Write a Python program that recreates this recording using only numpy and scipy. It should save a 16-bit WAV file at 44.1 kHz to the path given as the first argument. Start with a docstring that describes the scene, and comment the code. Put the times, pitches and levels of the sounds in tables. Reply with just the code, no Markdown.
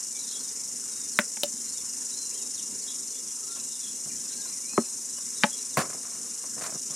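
"""An outdoor camp kitchen: a near cicada buzzes in bursts over a far chorus, a gas burner rumbles, the pan hisses faintly.
A plastic bottle's cap snaps and knocks, the bottle is set down among the tins, hands brush the table, birds call far off.
Chorus, hiss and flame are coloured noise; a thin flickering tone and the bird calls are wavering sine tones.
The near cicada is a train of clicks through sharp resonances; the bottle is fading tones plus short cracks.
Brushes on the table are grainy noise, and a low fading tone is the table top flexing."""
import sys
import numpy as np
from scipy import signal
from scipy.fft import rfft, irfft, next_fast_len
from scipy.io import wavfile
from scipy.ndimage import uniform_filter1d, map_coordinates

SR = 44100
rng = np.random.default_rng(int(sys.argv[2]) if len(sys.argv) > 2 else 0)


def digitize_waveform(pressure):
    """Quantize a signal to 16-bit integers and store it at the path in sys.argv[1].

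    Rows of a 2-D input are taken as channels; values are limited to [-1, 1].
    """
    field = np.atleast_2d(pressure).T
    bounded = np.clip(field, -1, 1)
    quanta = np.round(bounded * 32767).astype(np.int16)
    wavfile.write(sys.argv[1], SR, quanta)


N = 306495

# How alike left and right are: pitch_hz, likeness (1 = the same)
LIKENESS = [(250, 1), (500, 0.98), (700, 0.92), (1290, 0.7), (2000, .95), (3000, 1), (4400, 0.91),
            (6000, 0.91), (8120, 1), (10500, 0.55), (15000, 0.14)]
# Which side is louder: pitch_hz, left_over_right_db
SIDE_LEAN = [(450, 0), (950, -.5), (2380, .5), (4400, 2.5), (5980, 2), (8500, 0), (15000, 0)]
# How long echoes of cases and trees last: pitch_hz, t60_s (time to fall 60 dB)
YARD_ECHO = [(200, 0.12), (2000, 0.13), (10000, 0.085)]

# Tone colour of far cicadas and pan hiss: pitch_hz, relative_level_db
FAR_COLOUR = [(2470, -54), (4200, -16), (4440, -21.5), (5710, -4.5), (6180, -3.5), (6910, -3), (8040, -1.5),
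              (9250, -2), (10300, -9), (12200, -14), (14700, -31), (15100, -66), (16000, -81)]
# Tone colour of burner and open air: pitch_hz, relative_level_db
BURNER_COLOUR = [(18, -81), (30, -43), (80, -9.5), (166, -8), (244, 3), (309, -6.5), (445, -5),
                 (683, -19.5), (1000, -11.5), (1190, -14), (2080, -15), (3300, -19), (4040, -14.5),
                 (4400, -23), (5000, -10.5), (6500, -41), (11000, -120)]
# One thin flickering tone: pitch_hz, waver_hz, level_db
THIN_TONE = (2810, 25, -67)
CHORUS_DB, BURNER_DB = -37.5, -52  # average levels
DRIFT_DB = 0.47  # size of the flame's slow unsteadiness

# Hoarse bird notes: start_s, length_s, first_pitch_hz, last_pitch_hz, level_db
TWITTER_NOTES = [(0.15, 0.025, 3600, 3500, -51), (.172, .03, 4400, 3600, -51),
                 (.193, .014, 4000, 4100, -50), (.207, .022, 4160, 3800, -48),
                 (.225, .035, 3700, 3800, -51), (0.263, 0.035, 3800, 4400, -47),
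                 (.268, .05, 3680, 3620, -49), (.295, .035, 4350, 3950, -46),
                 (0.348, 0.016, 3330, 3320, -44), (.367, .024, 3400, 3350, -48),
                 (0.38, 0.038, 4350, 4220, -48), (.43, .045, 4050, 3500, -52),
                 (.485, .035, 3600, 3700, -55), (1.107, 0.08, 4700, 3900, -49),
                 (1.648, 0.097, 4090, 4400, -49.5), (1.733, 0.082, 3900, 3500, -54),
                 (2.11, 0.06, 3850, 4100, -47), (2.3, .07, 4080, 4020, -53), (2.35, .15, 3680, 3800, -56.5),
                 (2.6, .035, 3700, 3750, -57), (2.808, 0.035, 4650, 3970, -48),
                 (2.872, .04, 3640, 4120, -44), (2.905, .04, 4050, 3050, -50),
                 (2.865, 0.065, 3380, 3330, -50), (2.95, .1, 3770, 3780, -58),
                 (3.075, .05, 4270, 4300, -54), (3.125, .075, 3350, 3660, -55),
                 (3.25, .08, 3530, 3200, -59), (3.477, 0.11, 3800, 3680, -54), (3.49, .08, 4150, 4250, -55),
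                 (3.57, .11, 4050, 3800, -55), (3.68, .07, 4000, 3950, -55), (3.7, .09, 3650, 3700, -54),
                 (3.53, .045, 3330, 3280, -57), (3.722, .025, 4090, 3900, -53),
                 (3.795, 0.06, 3650, 3320, -49), (3.85, .065, 3350, 3400, -53), (3.8, .09, 3950, 4100, -55),
                 (4.283, .018, 4700, 3900, -52), (4.296, 0.055, 3820, 4120, -46.5),
                 (4.357, .045, 4350, 4400, -50), (4.39, .04, 4250, 3750, -50), (4.42, .03, 3800, 4050, -53),
                 (4.455, 0.055, 4100, 4050, -50), (5.353, 0.075, 3880, 3980, -50),
                 (5.46, .05, 3950, 3950, -53), (5.38, .06, 3500, 3650, -53), (5.503, .055, 3380, 3480, -50),
                 (5.568, .025, 4020, 3900, -49), (5.585, .035, 3950, 4020, -49),
                 (5.705, 0.056, 4250, 3550, -53)]
# Clear whistles and sweeps: start_s, length_s, first_pitch_hz, last_pitch_hz, level_db
WHISTLE_NOTES = [(0.13, 0.08, 2340, 2270, -55), (0.315, 0.035, 3050, 3850, -48),
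                 (.338, .018, 3850, 3920, -44), (0.898, 0.18, 3900, 3600, -55),
                 (2.157, 0.146, 4130, 4080, -44.5), (2.54, 0.072, 4900, 2750, -48.5),
                 (2.572, .02, 3800, 3700, -47), (3.42, 0.044, 1330, 1200, -57),
                 (3.47, 0.128, 1350, 1400, -55), (3.579, 0.036, 2660, 2500, -55),
                 (4.093, .016, 2800, 2780, -54), (4.098, .018, 2450, 2280, -51),
                 (4.11, .018, 2250, 1750, -54), (4.17, .045, 3100, 3400, -61), (4.37, 0.1, 1620, 1650, -55),
                 (4.29, .07, 1500, 1620, -61), (4.27, 0.032, 3100, 4200, -58),
                 (4.31, 0.03, 3750, 2300, -57), (4.322, .016, 2820, 2790, -53),
                 (4.335, .022, 2280, 2250, -57), (4.18, .045, 1630, 1680, -60),
                 (4.45, .025, 1700, 1300, -55), (4.24, .04, 2580, 2560, -58),
                 (4.561, .035, 2300, 1800, -58), (5.1, .015, 3900, 4000, -53),
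                 (5.155, .05, 2920, 2930, -57), (2.31, .04, 2150, 3150, -55),
                 (2.342, .025, 3050, 3280, -54), (2.36, .035, 3300, 3150, -54),
                 (2.388, .055, 3180, 2400, -56), (4.63, 0.044, 2280, 2320, -54),
                 (4.675, 0.095, 2420, 2590, -52), (4.66, 0.063, 4050, 4090, -51),
                 (4.715, 0.12, 4170, 4190, -45.5), (4.83, 0.13, 4130, 4050, -55),
                 (4.82, .06, 2550, 2580, -57), (7.6, 0.03, 4260, 3600, -51), (6.885, .06, 2810, 4100, -58)]
HOARSE_HZ, CLEAR_HZ = 78, 16  # basic pitch shake, weighted by the two shake speeds below
GLIDE_EASES = 1.1  # above 1, a glide starts fast and levels off
SECOND_HZ, SECOND_DB = 220, -10  # second side of a hoarse throat: typical pitch offset, level against the first

# Near cicada over time: time_s, burst_lead_cycles, level_db
SINGER_PATH = [(0, 0.06, -36.5), (.9, 0.01, -37.5), (1.2, 0.13, -37), (1.6, 0.13, -37.5),
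               (2.4, -0.021, -36), (2.7, -0.087, -37.5), (3.6, -.11, -38.5), (4, -0.09, -39),
               (4.3, -.16, -37), (4.7, -.19, -39), (5.5, -.11, -37), (6, -0.081, -40.5),
               (6.7, 0.025, -37.5), (6.95, 0.016, -36)]
# Four buckling clicks that repeat through a burst: relative_level_db
RIB_CLICKS_DB = [0, -2.5, -6, -6]
# Tone colour of the cicada's body: pitch_hz, relative_level_db
SONG_COLOUR = [(2470, -27.5), (4200, -21), (4330, -18.5), (4620, -11), (5140, -4), (5680, 0.5), (6160, -3),
               (7130, 1), (8040, -6.5), (9500, -2), (10300, -16), (12000, -17), (14000, -32)]
# Sharp resonances of the body: pitch_hz, width_hz, relative_level_db
SHELL_RINGS = [(4880, 48, -13), (5315, 45, 0), (5630, 41, -10), (5780, 65, -0.5), (5910, 29, 0.5),
               (6210, 77, -2), (6425, 64, -2.5), (6600, 26, -1), (6930, 19, 1), (6860, 79, -3.5),
               (7030, 49, -6.5), (7150, 55, 1), (7640, 110, -3), (8250, 74, -4.5), (9020, 80, -7),
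               (9290, 40, -0.5), (9760, 81, -5)]
BURSTS_HZ = 24.75  # burst cycles a second, before the changing lead

# Brushes and set-downs: start_s, t60_s, starting_level_db, brightness_db_per_octave
TABLE_BRUSHES = [(3.56, 0.17, -50, 2), (4.055, 0.21, -46.5, -5.5), (4.451, 0.1, -48, 0.5),
                 (5.181, 0.13, -50, 2), (5.771, 0.08, -19.5, -0.5), (5.779, .07, -21, 0),
                 (5.782, .067, -26, -9), (5.789, .08, -23, 1), (5.8, .07, -28, 4), (5.81, .09, -30, 1),
                 (5.832, 0.16, -35.5, -3.5), (5.852, .06, -40, 1), (5.895, .12, -44, -1),
                 (5.922, .15, -45, 1), (5.945, .1, -45, -4), (5.965, .2, -49, -2), (6.03, 0.98, -53.5, 1.5),
                 (6.148, .12, -51, 2), (6.434, 0.2, -49.5, -1), (6.564, .3, -49.5, -4), (6.578, .1, -45, 0),
                 (6.596, .04, -40, -3), (6.609, .09, -37, 3), (6.619, .07, -35, 0), (6.637, 0.1, -33, 4.5),
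                 (6.646, .08, -39.5, 0), (6.66, .09, -39, 2), (6.674, .1, -43, 0), (6.69, .15, -45, -2),
                 (6.72, .15, -47.5, -2), (6.741, 0.14, -43, -5), (6.899, 0.25, -45.5, -4)]
# Tone colour of the loaded table top: pitch_hz, relative_level_db
TABLE_COLOUR = [(35, -49), (60, -42), (124, -8), (621, -6), (698, -3.5), (862, -13), (1040, -4),
                (1910, -14), (2350, -15), (3190, -25), (4750, -19.5), (5090, -27), (9790, -22.5),
                (14600, -39), (16000, -50)]
# The table top flexes under the bottle: start_s, pitch_hz, level_db, t60_s
TABLE_THUMP = (5.774, 145, -15.5, 0.07)
RISE_S = .0015  # time constant of every brush's rise

# Bottle tones, first the air inside, then the walls: pitch_hz, relative_level_db, t60_s (before length_ratio)
BOTTLE_RINGS = [(229.5, -0.5, 0.088), (316, -3.5, 0.063), (388, -2, 0.035), (490, -11, 0.037),
                (580, -1, 0.06), (688, -7, .035), (867, 0.5, 0.029), (1095, -1.5, 0.024),
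                (1267, 1.5, 0.028), (1556, -5, 0.042), (1720, -4, 0.04), (1900, -7.5, 0.043),
                (2100, -7, 0.046), (2360, -6, 0.039)]
# Single taps on the bottle: start_s, crack_db, crack_pitch_hz, edge_db, wall_db,
# grip_pitch_hz (wall pitch favoured by the grip), hollow_db, left_over_right_db, length_ratio
BOTTLE_TAPS = [(1.371, -28, 2043, -25, -39, 900, -43, 1.5, 0.93),
               (1.4341, -9, 3900, -6.5, -19, 585, -40, 1, 1.05),
               (1.537, -60, 600, -30, -65, 420, -35, -3, .9),
               (4.734, -42, 1200, -30, -44, 900, -36.5, 2, 1),
               (5.427, -42, 1600, -30, -38, 1600, -60, 7, 1),
               (5.7716, -11, 1500, -7, -24, 1070, -29, 1.5, .9),
               (6.621, -45, 900, -30, -37, 600, -60, 1, .8), (6.743, -42, 1200, -25, -42, 450, -46, 1, .8)]
# Knocks of several contacts (blow, chatter, seating): the columns of a tap, then chatter_delay_s,
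# chatter_pitch_hz, seating_delay_s, seating_pitch_hz, seating_grip_pitch_hz, rebound_over_blow_db
COMPOUND_KNOCKS = [(1.1889, -1, 1600, -14, -15, 600, -23, 2.1, .7, 0.00071, 3400, 0.0046, 1800, 520, -4.5),
                   (4.7777, -20, 1080, -60, -18, 1050, -18.5, 1.4, 0.91, 0.00092, 1150, .0032, 400, 375, 6.5),
                   (5.4357, -3, 1830, -22, -13.5, 1830, -15.5, 3.3, 1.07, 0.00119, 3800, .0055, 2300, 825, -1)]
CRACK_T60 = 0.023  # seconds for the crack's noise to fall 60 dB
CHATTER_DB, CHATTER_WALL_DB = -4, -9.5  # cap chatter just after the blow: crack and wall over the rebound
# Cap seating: crack, wall and hollow ring over the rebound; the edge over the blow's own edge
SEAT_CRACK_DB, SEAT_EDGE_DB, SEAT_WALL_DB, SEAT_HOLLOW_DB = -6, -13, 4.5, -2.5
MODE_SPREAD_RAD = 0.36  # typical left/right phase shift of a bottle tone at 2 kHz; higher tones shift more

TOP_HZ = 15800  # nothing is kept above this


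def amp(db):
    """Turns dB into a gain."""
    return 10 ** (np.asarray(db) / 20)


def unit(x):
    """Scales a sound to an average strength (rms) of 1."""
    return x / np.sqrt(np.mean(x ** 2) + 1e-20)


def along(points, hz):
    """Reads a curve of (Hz, value) points, with pitch spaced by ratio as we hear it."""
    f, v = np.transpose(points)
    return np.interp(np.log(hz + 1), np.log(f + 1), v)


def curves(rows):
    """Gives one value per sample for each column after the time."""
    s, *columns = np.transpose(rows)
    return [np.interp(np.arange(N) / SR, s, column) for column in columns]


def wobble(rate, size=N):
    """Draws a smooth random curve through `rate` random points a second."""
    points = rng.standard_normal(int(size * rate / SR) + 4)
    return map_coordinates(points, [np.arange(size) * rate / SR])


def filtered(x, response):
    """Changes the strength and phase of each frequency in a sound."""
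    m = next_fast_len(x.shape[-1] + 8192)
    return irfft(rfft(x, m) * response(np.fft.rfftfreq(m, 1 / SR)), m)[..., :x.shape[-1]]


def peak(f, hz, width):
    """One resonance: a part that answers most strongly near its own pitch."""
    return 1j * f * width / (hz * hz - f * f + 1j * f * width)


def shell(f, sharp_db):
    """The cicada's sharp resonances standing on an even response."""
    return 1 + amp(sharp_db) * sum(amp(db) * peak(f, hz, width) for hz, width, db in SHELL_RINGS)


def small(x, hz):
    """Small things push too little air for deep bass, so it is removed below about `hz`."""
    return filtered(x, lambda f: (-f * f / (hz * hz - f * f + 1.2j * f * hz)) ** 2)


def stereo(pair):
    """Mixes two unrelated sounds into left and right, as alike as the microphone pair hears the place."""
    def middle_and_side(hz):
        turn = np.arccos(np.clip(along(LIKENESS, hz), -1, 1)) / 2
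        return np.array([np.cos(turn), np.sin(turn)])

    mid, side = filtered(pair, middle_and_side)
    return filtered(np.array([mid + side, mid - side]),
                    lambda hz: amp(np.outer([.5, -.5], along(SIDE_LEAN, hz))))


def add(track, s, sound):
    """Mixes a sound in from second s."""
    part = track[..., round(s * SR):][..., :sound.shape[-1]]
    part += sound[..., :part.shape[-1]]


def echoes(x):
    """Surroundings answer with a noise tail in which each frequency dies at its own speed."""
    hz, t, z = signal.stft(rng.standard_normal((2, SR // 4)), SR, nperseg=256)
    fade = amp(-60 * t / along(YARD_ECHO, hz)[:, None])
    tail = stereo(signal.istft(z * fade, SR, nperseg=256)[1])
    late = np.pad(x, (200, 0))[None]  # 200 samples of extra delay
    return signal.fftconvolve(late, tail / np.linalg.norm(tail[0]), axes=1)


def rush(colour, patchy_db):
    """Many small sounds blend into coloured stereo noise, here with patches of random gain."""
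    z = signal.stft(rng.standard_normal((2, N)), nperseg=512)[2]
    patches = uniform_filter1d(rng.standard_normal(z.shape[1:]), 6, 0)  # smooth over pitch
    patches = uniform_filter1d(patches, 12, 1)  # smooth over time
    pair = signal.istft(z * amp(patchy_db * unit(patches)), nperseg=512)[1][:, :N]
    return unit(stereo(filtered(pair, colour)))


def far_chorus():
    """Far cicadas and pan hiss blur into noise coloured by the cicada resonances."""
    level = amp(CHORUS_DB + 0.38 * wobble(1.3))
    return level * rush(lambda f: amp(along(FAR_COLOUR, f)) * shell(f, sharp_db=3.5), patchy_db=0.65)


def burner():
    """The gas flame and open air make low noise whose level drifts slowly and flutters faster."""
    level = amp(BURNER_DB + DRIFT_DB * wobble(2.51) + 0.27 * wobble(9.3))
    return level * rush(lambda f: amp(along(BURNER_COLOUR, f)), patchy_db=2.0)


def thin_tone():
    """One thin sine tone wavers in pitch and flickers in level."""
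    hz, width, db = THIN_TONE
    flicker_db = np.minimum(12 * wobble(55), 6)
    level = amp(db + 1.5 * wobble(2.2) + flicker_db)
    return level * np.sin(2 * np.pi * np.cumsum(hz + width * wobble(40)) / SR)


def birds():
    """Gliding whistles; hoarse ones shake fast in pitch and throb; distance blurs them in long echoes."""
    calls = np.zeros(N)
    second = [(s, length, first + SECOND_HZ * rng.normal(), last + SECOND_HZ * rng.normal(), db + SECOND_DB)
              for s, length, first, last, db in TWITTER_NOTES]
    notes = [(*row, HOARSE_HZ) for row in [*TWITTER_NOTES, *second]]
    notes += [(*row, CLEAR_HZ) for row in WHISTLE_NOTES]
    for s, length, first_hz, last_hz, db, shake_hz in notes:
        u = np.linspace(0, 1, int(length * SR))  # 0 to 1 through the note
        glide = last_hz + (first_hz - last_hz) * (1 - u) ** GLIDE_EASES
        pitch = glide + shake_hz * (1.31 * wobble(300, size=len(u)) + .35 * wobble(80.4, size=len(u)))
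        throb_db = (0.78 + shake_hz / 19) * wobble(90, size=len(u))
        swell = np.sin(np.pi * u) ** .5
        add(calls, s, amp(db) * unit(amp(throb_db)) * swell * np.sin(2 * np.pi * np.cumsum(pitch) / SR))
    near = echoes(calls)[:, :N]
    far = echoes(near[0])[:, :N]  # echoes of echoes
    return calls * amp([[1.2], [-1.2]]) + amp(-7) * near + amp(-10) * far


def cicada():
    """A ribbed membrane buckles in clicks, 20 slots a cycle, and falls silent for part of each cycle."""
    lead, level_db = curves(SINGER_PATH)
    slot = np.floor(20 * (BURSTS_HZ * np.arange(N) / SR + lead) + .5).astype(int)
    at = np.flatnonzero(np.diff(slot) > 0)  # samples where a new slot begins
    turn = slot[at + 1] / 20 - .05
    gate = 1 / (1 + np.exp(-(np.cos(2 * np.pi * turn) + 0.52) * 5))
    luck = rng.standard_normal((len(at), 2))  # uneven timing and strength
    when = np.clip(at + (9 * luck[:, 0]).astype(int), 0, N - 1)
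    click_db = np.take(RIB_CLICKS_DB, slot[at + 1], mode="wrap") + 0.81 * luck[:, 1]
    clicks = np.bincount(when, gate * amp(click_db), N)
    # every click is a clean snap followed by a crumple of the membrane
    puff = signal.fftconvolve(clicks, amp(-60 * np.arange(900) / SR / 0.013))[:N]
    snap = clicks * [[1], [0]]
    crumple = 0.12 * puff * rng.standard_normal((2, N)) * [[1], [1.5]]
    buzz = filtered(snap + crumple, lambda f: amp(along(SONG_COLOUR, f)) * shell(f, sharp_db=7.5))
    return amp(level_db) * unit(stereo(buzz))


def table():
    """Rubbing and set-downs send grainy noise through the table top and the things on it."""
    out, t = np.zeros((2, N)), np.arange(SR // 3) / SR
    for s, t60, db, tilt_db in TABLE_BRUSHES:
        grain_db = 1.6 * wobble(100.0, size=len(t)) + 2.4 * wobble(498.5, size=len(t))
        grains = amp(grain_db) * rng.standard_normal((2, len(t)))

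        def colour(f):
            octaves = np.log2((np.minimum(f, 5000) + 20) / 700)
            # the side part is weak in the bass, so both sides get nearly the same bass
            return amp(along(TABLE_COLOUR, f) + tilt_db * octaves) * [f ** 0, 0.67 * f / (f + 4000)]

        mid, side = unit(filtered(grains, colour))
        shape = amp(db - 60 * t / t60) * (1 - np.exp(-t / RISE_S))
        add(out, s, shape * np.array([mid + side, mid - side]))
    s, hz, db, t60 = TABLE_THUMP
    add(out, s, amp(db - 60 * t / t60) * (1 - np.exp(-t / 0.0035)) * np.sin(2 * np.pi * hz * t))
    return small(out, hz=101)


def contacts():
    """All taps, and each compound knock as a blow, a chatter and a seating, in the columns of a tap."""
    yield from BOTTLE_TAPS
    for (s, crack_db, hz, edge_db, wall_db, grip_hz, hollow_db, pan, lasts,
         chatter_s, chatter_hz, seat_s, seat_hz, seat_grip_hz, back_db) in COMPOUND_KNOCKS:
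        yield s, crack_db, hz, edge_db, wall_db, grip_hz, hollow_db, pan, lasts
        back_crack_db, back_wall_db = crack_db + back_db, wall_db + back_db
        yield (s + chatter_s, back_crack_db + CHATTER_DB, chatter_hz, edge_db,
               back_wall_db + CHATTER_WALL_DB, grip_hz, -120, pan, lasts)
        yield (s + seat_s, back_crack_db + SEAT_CRACK_DB, seat_hz, edge_db + SEAT_EDGE_DB,
               back_wall_db + SEAT_WALL_DB, seat_grip_hz, hollow_db + back_db + SEAT_HOLLOW_DB, pan, lasts)


def bottle_ring(t, hz, db, t60):
    """One fading tone of the bottle; it reaches left and right at shifted phases."""
    shift = MODE_SPREAD_RAD * (hz / 2000) ** 1.7 * rng.normal() * np.array([[1], [-1]])
    level = amp(db + rng.normal(0, 1) - 60 * t / t60)
    return level * np.sin(2 * np.pi * hz * t + shift) * (1 - np.exp(-t * hz * 3))


def bottle():
    """Each knock rings the air inside, the walls, and cracks at a pitch set by its hardness."""
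    out, t = np.zeros((2, N)), np.arange(SR // 6) / SR
    for s, crack_db, hz, edge_db, wall_db, grip_hz, hollow_db, pan, lasts in contacts():
        air, *wall_rings = [bottle_ring(t, f, db, t60 * lasts) for f, db, t60 in BOTTLE_RINGS]
        # walls lose 16 dB per octave away from the pitch the grip favours
        walls = sum(ring * amp(-16 * abs(np.log2(mode[0] / grip_hz)))
                    for ring, mode in zip(wall_rings, BOTTLE_RINGS[1:]))
        # a soft contact pushes longer; its rattle differs a little from left to right
        push = 3 * np.sin(np.pi * np.minimum(t * hz * 3, 1))
        common, own = rng.standard_normal(len(t)), rng.standard_normal((2, len(t)))
        burst = push + amp(-60 * t / CRACK_T60) * (0.7 * common + 0.32 * own)
        crack = filtered(burst, lambda f: peak(f, hz, .9 * hz) ** 2 + amp(edge_db) * peak(f, 9000, 12000))
        bright = amp(wall_db) * walls + amp(crack_db) * crack / np.abs(crack).max()
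        hit = amp(hollow_db) * air * amp([[.3], [-.3]]) + bright * amp([[pan / 2], [-pan / 2]])
        add(out, s, hit)
        add(out, s, amp(-16.5) * echoes(hit.mean(axis=0)))
    return small(out, hz=122)


def scene():
    """All sources add up in the air at the microphones."""
    return far_chorus() + burner() + thin_tone() + birds() + cicada() + table() + bottle()


def record(dry):
    """The recorder thins the bass, rounds off the loudest peaks and keeps nothing above its band limit."""
    thin = filtered(dry, lambda hz: (1j * hz / (60 + 1j * hz)) ** 2)
    rounded = thin / (1 + np.abs(thin / .97) ** 6) ** (1 / 6)
    return filtered(rounded, lambda hz: hz < TOP_HZ)


dry = scene()
out = record(dry)
digitize_waveform(out)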